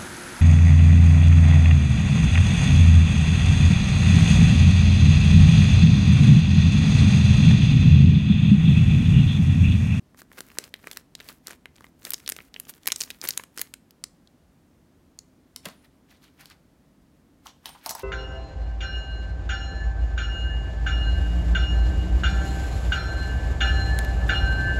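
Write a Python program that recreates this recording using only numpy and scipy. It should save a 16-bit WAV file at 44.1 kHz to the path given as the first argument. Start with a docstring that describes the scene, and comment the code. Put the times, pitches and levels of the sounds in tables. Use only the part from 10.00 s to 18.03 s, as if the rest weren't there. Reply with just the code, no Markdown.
"""Foil sachet squeezed empty over noodles

Close to the microphone in a small room, creases snap as filtered jerks with fluttering noise and pouch thumps.
Fingers rub the film: crackling hiss and a duller scrape. The empty sachet lands as a slap, table modes and a thud.
Further away sachets rustle over the table, film squeaks as wavering sines, and a sachet of dry seasoning
is shaken: noise showers with a hollow ring. Shaped noise gives the room tone and the reverberation.
"""
import sys
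import numpy as np
from scipy import signal
from scipy.fft import rfft, irfft
from scipy.io import wavfile

SR = 44100
rng = np.random.default_rng(int(sys.argv[2]) if len(sys.argv) > 2 else 0)


def file_out(sig):
    """Save sig as 16-bit WAV at sys.argv[1]."""
    # one column per channel
    cols = np.atleast_2d(sig).T
    # limit, then scale
    lim = np.clip(cols, -1, 1)
    pcm = np.round(lim * 32767).astype(np.int16)
    wavfile.write(sys.argv[1], SR, pcm)


N = 354123
TIME = np.arange(N) / SR

# room tone spectrum: freq_hz, level_db
AIR_COLOUR = [(18, -28.5), (30, -8), (43, -6), (90, -5), (115, -13.5), (138, -4.5), (221, -7), (252, -3.5),
              (426, -16.5), (649, -19), (844, -23), (2170, -30.5), (2480, -32.5), (13700, -40.5),
              (16000, -39.5)]
AIR_DB = -59

# loudest creases buckling: time_s, level_db, panel_pitch_hz, crack_over_ring_db
SNAPS = [(0.146, -48, 1180, -17), (0.218, -38, 1700, -2.5), (0.317, -42, 1270, -17),
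         (0.406, -27, 1520, 5.5), (0.572, -41, 1230, -20), (0.5858, -16, 1610, 9.5), (0.64, -34, 3900, 6),
         (0.7404, -25.5, 2900, -7), (0.842, -40, 1540, -22), (0.8717, -27.5, 1530, -8),
         (0.9135, -29, 3580, 10), (0.931, -37, 3520, 14), (0.9715, -24.5, 13400, 9), (1.152, -29, 4300, 2),
         (1.2017, -34.5, 2520, -14), (1.2064, -36.5, 2270, -5), (1.2885, -32.5, 3700, -16),
         (1.4708, -26.5, 5400, 12), (1.482, -32.5, 1580, 2), (1.5076, -32.0, 2050, -0.5),
         (1.657, -31.5, 2080, -11), (1.808, -41.5, 1250, -7.5), (1.843, -37.5, 1720, -10),
         (2.051, -25, 6650, 7), (2.07, -34.5, 1910, -10), (2.1053, -16.5, 13200, -8.5),
         (2.1196, -31, 3330, 6), (2.1352, -18, 9900, -4), (2.1425, -20, 5060, 0.0),
         (2.2625, -32.0, 3390, -4.5), (2.277, -21.5, 4340, 3), (2.291, -16, 13500, -6),
         (2.2983, -19.0, 9900, 0.0), (2.321, -22, 2035, 9), (2.3647, -32, 2170, 5),
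         (2.3878, -33, 1594, -24), (2.4042, -37, 2090, -23), (2.5416, -33.5, 3582, -4.5),
         (2.563, -29.5, 2530, -28), (2.5995, -24.0, 10830, -3.5), (2.8581, -32.5, 1640, 1.5),
         (2.8706, -15.5, 13500, -1.5), (2.8751, -10, 13500, -1), (2.885, -22.5, 1907, 4),
         (2.903, -29.5, 2630, -5.5), (2.92, -12.5, 6060, 9), (2.9248, -21.5, 6070, 0.5),
         (2.9607, -22.5, 6046, -3.5), (3.005, -23.0, 6530, 0.5), (3.0093, -17.5, 5986, -5),
         (3.0165, -18.5, 4880, 3.5), (3.036, -25.5, 5440, -4), (3.1037, -25, 2630, -0.5),
         (3.11, -32.5, 4070, -4.5), (3.2149, -26, 5440, -3.5), (3.252, -32, 1580, -8),
         (3.275, -26.5, 5250, -6.5), (3.288, -10.5, 13500, -6.0), (3.307, -19, 5640, -7),
         (3.3757, -15, 8730, 4), (3.3968, -30, 1470, -15.5), (3.437, -34.5, 2120, 2),
         (3.576, -26, 1730, 7.5), (3.584, -28.5, 5250, 8), (3.594, -26.5, 1430, 6),
         (3.615, -14, 13400, -2.5), (3.739, -28.5, 7400, 11), (3.908, -43, 13000, 2),
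         (4.0396, -21.5, 6100, 1), (4.274, -48.5, 3970, -15), (5.1894, -30.5, 5950, -15),
         (5.5616, -27, 4500, 6), (6.4572, -38.5, 4220, 12), (6.5003, -44, 3900, 8),
         (7.4688, -35, 4360, -19), (7.6572, -28, 3650, -7), (7.893, -24, 6070, -14)]
USUAL_SNAP_DB, USUAL_PANEL_HZ = -28, 4000
# pouch thump per snap: more for a hard one and a large (low) panel, less as it empties
THUMP_DB, THUMP_DB_PER_DB, THUMP_DB_PER_OCTAVE, EMPTYING_DB_PER_S = -42.5, 0.81, -6, -0.9

# film hiss spectrum: freq_hz, level_db
RUB_COLOUR = [(1600, -3), (3500, -2), (6000, 1), (10000, 2.5), (15000, 7)]
# fingertip scrape spectrum: freq_hz, level_db
FINGERTIP_COLOUR = [(150, -3), (400, 2), (800, -5), (1600, 0), (3000, -6), (8000, -18)]
# a finger slips over the film: middle_s, length_s, hiss_db, scrape_db
STROKES = [(0.193, 0.029, -48, -60), (0.386, 0.017, -45, -39.5), (0.634, 0.067, -72, -52.5),
           (0.873, 0.015, -75, -53), (0.926, 0.014, -53, -70), (1.281, 0.09, -54, -60),
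           (1.297, 0.022, -54, -44.5), (1.515, 0.07, -72, -53.5), (2.071, 0.049, -45.5, -48),
           (2.697, 0.019, -37, -49.5), (3.015, 0.077, -44.5, -73.5), (3.248, 0.023, -32.5, -35.5),
           (3.291, 0.022, -38, -45), (3.602, 0.045, -40.5, -49)]
# fingers squeeze the sachet: start_s, length_s, effort_db
SQUEEZES = [(0.17, 0.062, -55), (0.314, 0.36, -36.5), (0.74, 0.055, -59), (0.816, 0.18, -31.5),
            (1.187, 0.18, -44), (1.45, 0.089, -34), (1.744, 0.14, -51), (2.002, 0.47, -39.5),
            (2.543, 0.23, -42), (2.824, 0.34, -34.5), (3.208, 0.21, -24), (3.534, 0.14, -51)]
USUAL_EFFORT_DB = -47
# film gliding under a squeeze of usual effort; GRIP_S softens its start and end
GLIDE_HISS_DB, GLIDE_SCRAPE_DB, GLIDE_DB_PER_DB, GRIP_S = -65.5, -68, 0.4857, 0.027

# empty sachet touches the table: time_s, level_db
LANDING = [(5.6468, -50), (5.6544, -32.5), (5.657, -27.5), (5.668, -48), (5.686, -39.5)]
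# table top modes: freq_hz, level_db, excitation_t60_s
TABLE_MODES = [(447, -1, 0.078), (682, 8.5, 0.028), (1150, 2.5, 0.12), (1400, -7, 0.056), (1900, 4, 0.043),
               (2760, 4, 0.034), (4460, 2.5, 0.015)]

# sachets pushed about on the table: peak_s, level_db, t60_s
SLIDES = [(5.662, -47, 0.31), (5.851, -57.5, 0.06), (6.107, -54.5, 0.22), (6.235, -58, 0.32),
          (6.409, -47, 0.16), (6.515, -50, 0.094), (7.472, -47.5, 0.13), (7.658, -51, 0.66),
          (7.849, -49.5, 0.4), (7.98, -47.5, 0.42)]
SLIDE_RISE_DB_PER_S = 665
# rustle spectrum: freq_hz, level_db
HANDLING_COLOUR = [(300, -11), (700, -1), (1900, 2.5), (4000, -0.5), (8000, -9.5), (15000, -6.5)]

# film squeaking on film: start_s, length_s, start_hz, end_hz, level_db
SQUEAKS = [(5.74, 0.17, 9800, 9600, -74.5), (7.671, 0.11, 8900, 9000, -57),
           (7.884, 0.12, 7950, 7900, -53.5)]

# shakes of the dry sachet: time_s, shower_db, hollow_ring_db
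SHAKES = [(7.457, -67, -33.5), (7.657, -30, -35.5), (7.69, -36.5, -38), (7.749, -63, -39),
          (7.8611, -20, -24), (7.8948, -20.5, -40), (7.9073, -21, -27.5), (7.9501, -26, -25.5),
          (7.994, -34.5, -34.5)]
# shower spectrum: freq_hz, level_db
SHAKE_COLOUR = [(300, -1), (800, -9), (1800, 0.5), (3300, -7.5), (4300, 2.5), (5900, 4), (7200, -3.5),
                (11000, 3), (14500, 2.5)]
HOLLOW_HZ, HOLLOW_HZ_PER_DB = 898, -3.5  # lower ring for a harder shake

# reverberation spectrum: freq_hz, level_db
WALL_COLOUR = [(150, -1), (500, 5), (1200, 0.5), (2800, -1.5), (5600, -3), (9000, -3), (16000, -9.5)]
# sachet lifted away from the microphone, more room heard: time_s, reverberation_db
WETNESS = [(0, -22), (4.0, -21), (5.2, -19), (5.55, -13), (8.04, -3)]
CUTOFF_HZ = 16000


def from_db(db):
    """Decibels to gain."""
    return 10 ** (np.asarray(db) / 20)


def rms_one(x):
    """Scale to rms 1."""
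    return x / np.sqrt(np.mean(x ** 2) + 1e-20)


def unit_blow(x):
    """Scale to the energy of one millisecond at rms 1."""
    return x * np.sqrt(SR / 1000 / (np.sum(x ** 2) + 1e-20))


def add(out, start_s, x):
    """Mix x into out from start_s on."""
    i = int(round(start_s * SR))
    out[i:i + len(x)] += x[:max(N - i, 0)]


def coloured(x, spectrum, size=4096):
    """Causal (minimum-phase) filter through (freq_hz, level_db) points."""
    hz, db = np.transpose(spectrum)
    grid_hz = np.maximum(np.fft.rfftfreq(size, 1 / SR), 1)
    grid_db = np.interp(np.log(grid_hz), np.log(hz), db)
    # folded cepstrum gives minimum phase
    cepstrum = irfft(np.log(from_db(grid_db)))
    cepstrum[1:size // 2] *= 2
    cepstrum[size // 2 + 1:] = 0
    impulse_response = irfft(np.exp(rfft(cepstrum)))
    return signal.fftconvolve(x, impulse_response)[:len(x)]


def resonance(x, hz, q):
    """Two-pole resonance with peak gain 1."""
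    w = 2 * np.pi * min(hz, .45 * SR) / SR
    a = np.sin(w) / (2 * max(q, .1))
    return signal.lfilter([a, 0, -a], [1 + a, -2 * np.cos(w), 1 - a], x)


def high_pass(x, hz, order=2):
    """Remove what lies below hz."""
    return signal.sosfilt(signal.butter(order, hz, "high", fs=SR, output="sos"), x)


def band(x, hz, octaves, order=3):
    """Band-pass around hz."""
    edges_hz = hz * 2 ** (np.array([-octaves, octaves]) / 2)
    edges_hz = np.minimum(edges_hz, [.4 * SR, .45 * SR])
    return signal.sosfilt(signal.butter(order, edges_hz, "band", fs=SR, output="sos"), x + 1e-18)


def burst(t60_s, size=4096):
    """Noise that dies away."""
    return unit_blow(rng.standard_normal(size) * from_db(-60 * TIME[:size] / t60_s))


def drift(per_s):
    """Random wander of spread about 1 that takes per_s new values a second."""
    return np.interp(TIME * per_s, np.arange(4096), rng.standard_normal(4096))


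def crackle(per_s, spread_db, hiss_db):
    """Tiny slips of very uneven size over smooth friction hiss; rms 1."""
    sizes = from_db(spread_db * np.minimum(rng.exponential(1, N), 4)) * rng.choice([-1, 1], N)
    slips = sizes * (rng.random(N) < per_s / SR)
    return rms_one(rms_one(slips) + from_db(hiss_db) * rng.standard_normal(N))


def wrinkles(per_s, spread_db, hiss_db, patchy_db, count=10):
    """Film facets of many sizes crackle, each size in clumps of its own; rms 1."""
    total = np.zeros(N)
    for hz in np.geomspace(700, 14000, count):
        facet = band(crackle(per_s, spread_db, hiss_db), hz, 0.9, order=2)
        total += facet * from_db(patchy_db * drift(70))
    return rms_one(total)


def room_tone():
    """Low steady murmur of the room with faint hiss."""
    air = coloured(rng.standard_normal(N + SR), AIR_COLOUR, size=16384)
    air = high_pass(air, 28, order=10)[SR:]  # drop the filter's settling
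    return from_db(AIR_DB) * rms_one(air)


def snaps(flutter_t60_s=0.0105, flutter_db=3.5, crack_hz=4000, crack_low_hz=1000, panel_octaves=1.0,
          pouch_hz=380, pouch_q=1.1, lead_in_db=-15, lead_in_t60_s=0.003, size=1024):
    """Each snap is a short swell of noise into one jerk, then milliseconds of fluttering noise."""
    out = np.zeros(N)
    jerk = unit_blow(signal.unit_impulse(size))
    for time_s, level_db, hz, crack_db in SNAPS:
        flutter = from_db(flutter_db) * burst(flutter_t60_s, size=size)
        lead_in = from_db(lead_in_db) * burst(lead_in_t60_s, size=size)[::-1]
        push = np.concatenate([lead_in, jerk + flutter])
        # a small panel radiates little bass
        crack = high_pass(resonance(push, crack_hz, 0.36), crack_low_hz)
        ring = band(push, hz, panel_octaves, order=2)
        snap = unit_blow(from_db(crack_db) * unit_blow(crack) + unit_blow(ring))
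        add(out, time_s - size / SR, from_db(level_db) * snap)  # jerk falls on time_s

        harder_db = level_db - USUAL_SNAP_DB
        octaves_up = np.log2(hz / USUAL_PANEL_HZ)
        thump_db = THUMP_DB + THUMP_DB_PER_DB * harder_db
        thump_db += THUMP_DB_PER_OCTAVE * octaves_up + EMPTYING_DB_PER_S * time_s
        thump = resonance(jerk, pouch_hz * 2 ** rng.uniform(-0.37, .3), pouch_q)
        add(out, time_s, from_db(thump_db) * unit_blow(thump))
    return out


def rubbing():
    """Film glides faintly through each squeeze and swells where a finger slips: wrinkling hiss, dull scrape."""
    film = wrinkles(per_s=410, spread_db=3.5, hiss_db=-11.0, patchy_db=2.0)
    # larger slips shake all facets at once
    film = film + from_db(-1.5) * crackle(per_s=310, spread_db=7.5, hiss_db=-21.5)
    hiss = rms_one(high_pass(coloured(film, RUB_COLOUR), 800))
    scrape = coloured(crackle(per_s=510, spread_db=5.0, hiss_db=-4.0), FINGERTIP_COLOUR)
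    scrape = rms_one(high_pass(scrape, 110))

    grip = np.zeros(N)
    for start_s, length_s, effort_db in SQUEEZES:
        corners_s = [start_s - GRIP_S, start_s + GRIP_S,
                     start_s + max(length_s, GRIP_S), start_s + length_s + GRIP_S]
        held = np.interp(TIME, corners_s, [0, 1, 1, 0])
        grip += held * from_db(GLIDE_DB_PER_DB * (effort_db - USUAL_EFFORT_DB))
    out = grip * (from_db(GLIDE_HISS_DB) * hiss + from_db(GLIDE_SCRAPE_DB) * scrape)

    for middle_s, length_s, hiss_db, scrape_db in STROKES:
        now = slice(*np.searchsorted(TIME, [middle_s - 2 * length_s, middle_s + 2 * length_s]))
        swell = np.exp(-(2 * (TIME[now] - middle_s) / length_s) ** 2)
        out[now] += swell * (from_db(hiss_db) * hiss[now] + from_db(scrape_db) * scrape[now])
    return out


def small_creases(base_db=-54, spread_db=9, db_per_effort_db=0.35, low_hz=1200, t60_s=0.0069, count=6):
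    """Every squeeze sets off a few faint ticks, louder under more effort."""
    out = np.zeros(N)
    for start_s, length_s, effort_db in SQUEEZES:
        firm_db = base_db + db_per_effort_db * (effort_db - USUAL_EFFORT_DB)
        for when, pitch, strength in rng.random((count, 3)):
            tick = band(burst(t60_s, size=1024), low_hz * 4 ** pitch, 2.3, order=2)
            tick_db = firm_db + spread_db * strength
            add(out, start_s + when * length_s, from_db(tick_db) * unit_blow(tick))
    return out


def landing(slap_hz=3500, slap_q=0.11, slap_t60_s=0.012, ring_db=-10, mode_q=9,
            thud_s=5.66, thud_db=-30, thud_hz=185, thud_t60_s=0.074, size=8192):
    """The sachet slaps down and settles; every touch rings the table top, and its weight adds a soft thud."""
    out = np.zeros(N)
    for time_s, level_db in LANDING:
        slap = unit_blow(resonance(burst(slap_t60_s, size=size), slap_hz, slap_q))
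        ring = np.zeros(size)
        for hz, mode_db, t60_s in TABLE_MODES:
            ring += from_db(mode_db) * unit_blow(resonance(burst(t60_s, size=size), hz, mode_q))
        add(out, time_s, from_db(level_db) * (slap + from_db(ring_db) * ring))
    thud = burst(thud_t60_s, size=size)
    thud = resonance(resonance(thud, thud_hz, 1.5), thud_hz, 1.5)
    add(out, thud_s, from_db(thud_db) * unit_blow(thud))
    return out


def handling():
    """Duller rustle as sachets are moved on the table; each push swells quickly and dies away."""
    grains = wrinkles(per_s=260, spread_db=2.0, hiss_db=-3, patchy_db=4.5)
    rustle = rms_one(high_pass(coloured(grains, HANDLING_COLOUR), 250))
    motion = np.zeros(N)
    for peak_s, level_db, t60_s in SLIDES:
        rise_db = SLIDE_RISE_DB_PER_S * (peak_s - TIME)
        fall_db = 60 * (TIME - peak_s) / t60_s
        motion += from_db(level_db - np.maximum(rise_db, fall_db))
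    return motion * rustle


def squeaks(waver_hz=600):
    """Film sliding on film: short unsteady whistles that swell fast and fade."""
    out = np.zeros(N)
    for start_s, length_s, start_hz, end_hz, level_db in SQUEAKS:
        u = np.linspace(0, 1, int(length_s * SR))
        hz = start_hz + (end_hz - start_hz) * u + waver_hz * rng.standard_normal(len(u))
        swell = np.sin(np.pi * np.sqrt(u))
        whistle = np.sqrt(2) * np.sin(2 * np.pi * np.cumsum(hz) / SR)
        add(out, start_s, from_db(level_db) * swell * whistle)
    return out


def shakes(shower_t60_s=0.048, contents_t60_s=0.1, hollow_q=2.03, clump_db=4.5):
    """Dry flakes hit the film in a short shower and make the pouch ring hollow."""
    out = np.zeros(N)
    usual_db = np.mean([row[1] for row in SHAKES])
    for time_s, shower_db, hollow_db in SHAKES:
        clumps = from_db(clump_db * drift(644)[:4096])
        shower = coloured(burst(shower_t60_s) * clumps, SHAKE_COLOUR)
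        hz = HOLLOW_HZ + HOLLOW_HZ_PER_DB * (shower_db - usual_db)
        hollow = resonance(resonance(burst(contents_t60_s), hz, hollow_q), hz, hollow_q)
        add(out, time_s, from_db(shower_db) * unit_blow(shower) + from_db(hollow_db) * unit_blow(hollow))
    return out


def room(x, wet_db, t60_s=0.3, early_db=-2, early_t60_s=0.14, gap_s=.007, size=22050):
    """After a short gap, a fast and a slow diffuse decay start together."""
    tail = burst(t60_s, size=size) + from_db(early_db) * burst(early_t60_s, size=size)
    tail = coloured(np.concatenate([np.zeros(int(gap_s * SR)), tail]), WALL_COLOUR)
    tail = tail / np.linalg.norm(tail)
    return x + from_db(wet_db) * signal.fftconvolve(x, tail)[:N]


def scene():
    """Foil in front of the microphone, wetter sounds from the side of the table, room tone."""
    wet_db = np.interp(TIME, *np.transpose(WETNESS))
    near = room(snaps() + small_creases() + rubbing(), wet_db=wet_db)
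    far = room(landing() + handling() + shakes() + squeaks(), wet_db=-14.5)
    return (near + far + room_tone())[None]


def record(dry):
    """The microphone loses the deepest bass and rounds off the top, which is then cut steeply."""
    heard = high_pass(dry, 38, order=8)
    heard = signal.sosfilt(signal.butter(4, 15300, fs=SR, output="sos"), heard)
    return signal.sosfilt(signal.ellip(10, .1, 80, CUTOFF_HZ, fs=SR, output="sos"), heard)


dry = scene()
out = record(dry)
file_out(out)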